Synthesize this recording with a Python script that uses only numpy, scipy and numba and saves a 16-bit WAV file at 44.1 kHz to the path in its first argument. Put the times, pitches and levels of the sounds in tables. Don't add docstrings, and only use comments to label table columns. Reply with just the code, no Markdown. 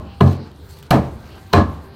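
import sys
import numpy as np
from scipy import signal
from scipy.io import wavfile
from scipy.ndimage import uniform_filter1d, minimum_filter1d
from numba import njit

SR = 44100
rng = np.random.default_rng(int(sys.argv[2]) if len(sys.argv) > 2 else 0)


def generate_wav(sig):
    pcm = np.round(np.clip(np.atleast_2d(sig).T, -1, 1) * 32767).astype(np.int16)
    wavfile.write(sys.argv[1], SR, pcm)


def boost_factor(decibels):
    exponent = np.asarray(decibels, float) / 20
    return 10 ** exponent


N = 85995

# [t/s, level/dB, crack length/s, lead-in through flesh/s, damping on landing/dB]
BLOWS = [
    (-.17, -2.5, .004, .003, -0.5),
    (0.2082, 4.5, 0.0061, 0.0038, -2.5),
    (0.9088, 4, 0.0039, 0.0026, -5.5),
    (1.5349, 3.5, 0.0012, 0.0054, -7),
]
KIND = [2, 0, 1, 2]

# [f/Hz, time to fall 60 dB/s, rise/s, dull level/dB, sharp level/dB, ringing level/dB]
STAND_MODES = [(44.4, 0.18, 0.0051, -40, -31, -37), (72.63, 0.71, 0.037, -25, -16.5, -13),
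               (80.9, 1, 0.11, -44, -23, -33), (92.07, 0.44, 0.01, -6, -17, -4),
               (130.9, 0.43, 0.013, -18, -10, -29), (136.7, .36, 0.0077, -4.5, -23.5, -10),
               (187.3, 0.14, 0.0032, -3, -14, -8), (222.3, 0.45, 0.013, -11.5, -13.5, -11.5),
               (313.3, 0.31, 0.053, -11, -6.5, -5.5), (395.5, 0.18, 0.0071, -31.5, -16, -10),
               (432.5, 0.32, 0.015, -22, -18, -23), (572.4, 0.37, 0.017, -22.5, -22, -14.5)]
# [f/Hz, time to fall 60 dB/s, rise/s, dull level/dB, sharp level/dB, ringing level/dB]
BLADE_MODES = [(643, 0.24, 0.0015, -22, -20, -32), (706.2, 0.12, 0.0051, -23, -5.5, -7),
               (705, 0.21, 0.0034, -40, -42, -11), (909, 0.061, 0.0018, -45, -17.5, -15),
               (988, 0.086, 0.002, -40, -24, -5), (1060, 0.59, 0.005, -42, -37, -26.5),
               (1143, 0.41, 0.0036, -32, -30, -22.5), (1243, 0.046, 0.0023, -24, -7.5, -23),
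               (1482, 0.027, 0.0014, -21, -7.5, -5.5), (1695, 0.32, 0.00022, -48, -45, -24.5),
               (2300, 0.047, 0.00011, -27, -16.5, -26), (4150, 0.077, 0.0027, -34, -37, -45)]
# [f/Hz, s, s, dB, dB, dB]
CHEEK_MODES = [(627, 0.56, 0.0077, -45, -38, -28), (1037, 0.16, 0.0028, -44, -33, -16.5),
               (1048, 0.42, 0.0045, -33, -30, -16.5), (1105, 0.39, 0.0044, -36, -45, -21),
               (1130, 0.19, 0.0028, -52, -40, -13.5), (1225, 0.18, 0.0023, -27, -17, -20),
               (1306, 0.22, .002, -33, -29, -28), (1667, 0.29, 0.0028, -40, -31, -25),
               (1721, 0.31, 0.0035, -38, -30, -27), (1770, 0.21, 0.006, -49, -29, -25),
               (2006, 0.067, 0.00083, -32, -24, -34), (2440, 0.097, 0.0016, -45, -43, -20.5),
               (3200, 0.16, .001, -39, -43, -42), (4022, 0.17, 0.0032, -46, -42, -28)]
STAND_ROUGH, BLADE_ROUGH, CHEEK_ROUGH = 0.22, 0.25, 0.4
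ROUGH_HZ, WAVER_GROWS_S = 25.19, 0.02
STAND_LAG_S = [0.0056, 0.001, 0.0053]
PRESS_DB = [-17, -22, -17]
PRESS_S = 0.0049
ROCKING_HZ = (120, 150)

SETTLE_S, SETTLE_EDGE_S = 0.086, 0.01
SETTLE_TOP_HZ, DEEP_SETTLE, HIGH_SETTLE = 900, 0.82, 0.25

# [f/Hz, time to fall 60 dB/s, rise/s, dull level/dB, sharp level/dB, ringing level/dB]
KNOCK_MODES = [(403.4, 0.073, 0.0034, -3, -24, -4.5), (683, 0.069, 0.0059, -7, -9, -6.5),
               (1029, 0.052, 0.0015, -6, -14, -6), (1680, 0.068, 0.00017, -23, -21.5, -24),
               (2913, 0.014, 0.00032, -17, -8, -10.5)]

SHOVE_DB = [-40, -2, -20]
SHOVE_S = 0.0026

# [f/Hz, level per Hz/dB]
CRACK_COLOURS = [
    [(180, -40), (300, 5.5), (1150, 2), (1510, -44), (4020, -9.5), (7080, -54), (14200, -33), (16000, -33)],
    [(180, -3), (300, -7), (1530, -20), (3580, -20), (4300, -6.5), (7440, -22), (11700, -16.5),
     (16000, -26)],
    [(180, -35), (300, -14), (1170, -12), (2140, -30.5), (3890, -13), (7570, -38.5), (12300, -31.5),
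     (16000, -40)],
]
CRACK_DB = [-9, -4, -6]
LEAD_DB = [-18, -18, -11]
CRACK_RISE, CRACK_FALL = 0.35, 3.5

# [f/Hz, level per Hz/dB]
TAIL_COLOURS = [
    [(94, -55), (160, -2.5), (436, -11.5), (508, -24), (653, -12), (1920, -29.5), (11800, -53.5),
     (16000, -74)],
    [(94, -12.5), (160, 1), (270, -6), (480, -12), (719, -7), (1520, -17), (1680, -19.5), (16000, -49)],
    [(100, -22), (170, -4.5), (480, -16), (1080, -10.5), (1400, -18), (2150, -25.5), (4000, -31),
     (16000, -58)],
]
TAIL_DB = [-16.5, -10, -9.5]
# [f/Hz, time to fall 60 dB/s]
STALL_T60 = [(40, 0.84), (150, 0.55), (500, 0.52), (1500, 0.2), (4000, 0.21), (15000, 0.18)]
LATE_DB, LATE_T60_S = -24, 1.0

# [t/s, length/s, level/dB, tilt/dB per octave]
DRAGS = [(0.214, 0.022, -49, 4.5), (0.246, 0.037, -41.5, -1), (0.289, 0.031, -39.5, -2.5),
         (0.324, 0.024, -43.5, -2.5), (0.346, 0.052, -51.5, -8.5), (0.413, 0.073, -55.5, -8.5),
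         (0.63, 0.034, -64.5, 5), (.665, 0.022, -62, 3), (0.685, 0.055, -54, 4), (0.749, 0.044, -53, 2),
         (0.787, .005, -58, 2), (0.792, 0.015, -57, 2), (0.814, 0.056, -53, -0.5), (1.17, 0.37, -62.5, 2.5),
         (1.222, .22, -59.5, -9.5), (1.351, 0.023, -55, -8.5), (1.012, 0.061, -50.5, -6)]
# [f/Hz, level per Hz/dB]
DRAG_COLOUR = [(180, -37), (350, -7.5), (1500, 0), (2000, -2.5), (4300, -1.5), (6600, -10.5),
               (14600, -15.5), (16000, -22)]
DRAG_EDGE_S, DRAG_FLICKER_DB = 0.022, 1.05
# [t/s, length/s, f/Hz, width/Hz, level/dB]
SQUEALS = [(0.7, 0.071, 4420, 350, -57), (.685, 0.017, 7500, 500, -55), (.695, .02, 8400, 500, -65),
           (0.29, .03, 13000, 460, -59), (0.3, .03, 13800, 500, -63), (0.28, .03, 6400, 500, -56)]

# [t/s, peak level/dB, centre f/Hz]
TICKS = [(.1451, -47, 4060), (.367, -45, 6000), (.474, -44, 3930), (.5155, -40, 3900), (.5608, -48, 5030),
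         (.7876, -38, 3700), (.7878, -43, 11800), (.7878, -44, 15000), (.804, -49, 5500),
         (.8268, -33, 3050), (.8272, -42, 6000), (.8295, -45, 13500), (.834, -42, 3020), (.8375, -43, 2000),
         (.864, -48, 6000), (1.274, -43, 5070), (1.304, -48.5, 8960), (1.356, -47, 6000),
         (1.4735, -49, 9000)]
TICK_S, TICK_AIR_DB = 0.002, -14

# [t/s, length/s, f/Hz, level/dB]
WHINES = [(0.033, 0.19, 796, -51), (0.386, 0.11, 862, -52.5), (0.626, 0.23, 393, -53.5),
          (0.722, 0.12, 1179, -61), (1.205, 0.86, 1572, -61), (1.317, 0.2, 770, -56),
          (1.832, .2, 393, -48.5)]
# [f/Hz, level per Hz/dB]
FLOOR_COLOUR = [(45, -15), (72, 4.5), (400, -16), (1650, -25.5), (2000, -30.5), (4300, -31.5), (6300, -43),
                (16000, -44.5)]
FLOOR_DB, FLICKER_DB, TREBLE_SWELL_DB = -41.5, 3.5, 2.2

# [f/Hz, width/Hz, boost as a factor]
PORT = [(4180, 800, .4), (8460, 800, .35), (11900, 1300, .4), (14600, 1400, .5)]
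CEILING, RELEASE_S, TOP_HZ = 0.98, 0.045, 15900

BANDS_HZ = 28 * 2 ** np.arange(0, 9.3, 1 / 3)


def band(x, hz, width):
    edges = np.clip([hz - width / 2, hz + width / 2], 10, 0.45 * SR)
    return signal.sosfilt(signal.butter(2, edges, "bandpass", fs=SR, output="sos"), x)


def unit(x):
    return x / np.sqrt(np.mean(x ** 2))


def band_noises():
    return np.array([band(rng.standard_normal(N), hz, 0.24 * hz) for hz in BANDS_HZ])


def read(table, hz):
    table = np.array(table)
    return np.interp(np.log(hz), np.log(table[:, 0]), table[:, 1])


def weights(colour):
    gain = boost_factor(read(colour, BANDS_HZ))
    power = np.sum(gain ** 2 * 0.28 * BANDS_HZ) / (SR / 2)
    return gain / np.sqrt(power)


def walk(rate):
    hold = int(SR / rate)
    levels = np.repeat(rng.standard_normal(N // hold + 1), hold)
    return 1.3 * uniform_filter1d(uniform_filter1d(levels, hold), hold)[:N]


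def fade(age, rise, t60):
    age = np.maximum(age, 0)
    growth = 1 - np.exp(-age / np.maximum(rise, 1e-4))
    return growth * np.exp(-np.log(1000) * age / np.maximum(t60, 1e-3))


def settle(age, db):
    return boost_factor(db * np.clip((age - SETTLE_S) / SETTLE_EDGE_S, 0, 1))


def rings(t):
    out = np.zeros(N)
    groups = ((STAND_MODES, STAND_ROUGH, 0.7), (BLADE_MODES, BLADE_ROUGH, 0.7), (CHEEK_MODES, CHEEK_ROUGH, 0))
    for modes, rough, speedup in groups:
        for hz, t60, rise, *kind_db in modes:
            waver = rough * walk(ROUGH_HZ * (hz / 200) ** speedup)
            sign = -1 if ROCKING_HZ[0] < hz < ROCKING_HZ[1] else 1
            damping = DEEP_SETTLE if hz < 110 else 1 if hz < SETTLE_TOP_HZ else HIGH_SETTLE
            for (at, db, _, _, settle_db), kind in zip(BLOWS, KIND):
                span = slice(max(int((at - 0.03) * SR), 0), int((at + 0.8) * SR))
                age = t[span] - at - STAND_LAG_S[kind] * (hz < 150)
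                shape = fade(age, rise, t60) * settle(age, settle_db * damping)
                if 900 < hz < 1100:
                    shape += (age < 0) * boost_factor(PRESS_DB[kind]) * np.exp(np.minimum(age, 0) / PRESS_S)
                shape *= 1 + waver[span] * np.clip(age / WAVER_GROWS_S, 0, 1)
                out[span] += sign * boost_factor(db + kind_db[kind]) * shape * np.sin(2 * np.pi * hz * age)
    return out


def knocks(t):
    out = np.zeros(N)
    for hz, t60, rise, *kind_db in KNOCK_MODES:
        for (at, db, *_), kind in zip(BLOWS, KIND):
            age = t - at
            out += boost_factor(db + kind_db[kind]) * fade(age, rise, t60) * np.sin(2 * np.pi * hz * age)
    return out


def shoves(t):
    out = np.zeros(N)
    for (at, db, *_), kind in zip(BLOWS, KIND):
        out += boost_factor(db + SHOVE_DB[kind]) * np.sin(np.pi * np.clip((t - at) / SHOVE_S, 0, 1))
    return out


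def cracks(t):
    noise, out = band_noises(), np.zeros(N)
    grit = boost_factor(2.5 * walk(2500))
    for (at, db, length, lead, _), kind in zip(BLOWS, KIND):
        age = t - at
        burst = fade(age, CRACK_RISE * length, CRACK_FALL * length)
        cut = (age < 0) * np.sqrt(np.maximum(1 + age / lead, 0))
        shape = burst + boost_factor(LEAD_DB[kind]) * cut
        out += boost_factor(db + CRACK_DB[kind]) * shape * grit * (weights(CRACK_COLOURS[kind]) @ noise)
    return out


def stall(t):
    noise, out = band_noises(), np.zeros(N)
    t60 = read(STALL_T60, BANDS_HZ)[:, None]
    rise = 0.5 / BANDS_HZ[:, None] + 0.00052
    damping = np.where(BANDS_HZ < SETTLE_TOP_HZ, 1, HIGH_SETTLE)[:, None]
    for (at, db, _, _, settle_db), kind in zip(BLOWS, KIND):
        span = slice(max(int(at * SR), 0), int((at + 1) * SR))
        age = t[span] - at
        early = fade(age, rise, t60) * settle(age, settle_db * damping)
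        late = boost_factor(LATE_DB) * fade(age, 0.082, LATE_T60_S)
        answer = weights(TAIL_COLOURS[kind]) @ ((early + late) * noise[:, span])
        out[span] += boost_factor(db + TAIL_DB[kind]) * answer
    return out


def stroke(t, at, length):
    start = np.clip((t - at) / DRAG_EDGE_S, 0, 1)
    return start * np.clip((at + length - t) / DRAG_EDGE_S + 1, 0, 1)


def drags(t):
    noise, out = band_noises(), np.zeros(N)
    for at, length, db, tilt_db in DRAGS:
        tilt = boost_factor(tilt_db * np.log2(BANDS_HZ / 2500))
        out += boost_factor(db) * stroke(t, at, length) * ((weights(DRAG_COLOUR) * tilt) @ noise)
    for at, length, hz, width, db in SQUEALS:
        squeal = unit(band(rng.standard_normal(N), hz, width))
        out += boost_factor(db) * stroke(t, at, length) * squeal
    return out * boost_factor(DRAG_FLICKER_DB * walk(80) + 1.2 * walk(400) + 1.5 * walk(1500))


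def ticks():
    out, age = np.zeros(N), np.arange(600) / SR
    for at, db, hz in TICKS:
        puff = rng.standard_normal(600) * np.exp(-age / TICK_S)
        snap = band(puff, hz, 0.5 * hz)
        snap += boost_factor(-5) * band(puff, 1240, 1400)
        snap += boost_factor(-10) * band(puff, 6100, 3500)
        snap += boost_factor(TICK_AIR_DB) * band(puff, 13500, 6000)
        start = int(at * SR)
        out[start:start + 600] += boost_factor(db) * snap / np.abs(snap).max()
    return out


def motor_whine(t):
    out = np.zeros(N)
    for at, length, hz, db in WHINES:
        edges = np.clip(np.minimum(t - at, at + length - t) / 0.0093, 0, 1)
        level = boost_factor(db + 3 + 0.73 * walk(40))
        out += level * edges * np.sin(2 * np.pi * hz * t + 0.51 * walk(25.2))
    return out


def machine_floor():
    swell, rustle = walk(2.5), walk(24.83)
    flicker = []
    for hz in BANDS_HZ:
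        treble = TREBLE_SWELL_DB * rustle * (hz > 5000)
        flicker.append(boost_factor(FLICKER_DB * walk(15.0) + 0.16 * swell + treble))
    return boost_factor(FLOOR_DB) * (weights(FLOOR_COLOUR) @ (np.array(flicker) * band_noises()))


def scene():
    t = np.arange(N) / SR
    blows = rings(t) + knocks(t) + shoves(t) + cracks(t) + stall(t)
    between = drags(t) + ticks()
    return (blows + between + motor_whine(t) + machine_floor())[None]


@njit
def limit(peak, ceiling, release):
    gain, held = np.empty(len(peak)), 0.
    for i in range(len(peak)):
        held = max(peak[i], held * release)
        gain[i] = min(1., ceiling / (held + 1e-9))
    return gain


def band_limit(x):
    return signal.sosfilt(signal.butter(12, 16450, fs=SR, output="sos"), x)


def record(dry):
    dry = dry + sum(boost * band(dry, hz, width) for hz, width, boost in PORT)
    peak = -minimum_filter1d(-np.abs(dry[0]), size=89)
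    gain = limit(peak, CEILING, np.exp(-1 / (RELEASE_S * SR)))
    limited = dry * uniform_filter1d(gain, size=45)
    top_cut = signal.ellip(8, 0.2, 70, TOP_HZ, fs=SR, output="sos")
    mix = signal.sosfilt(top_cut, limited)
    return band_limit(mix)


dry = scene()
out = record(dry)
generate_wav(out)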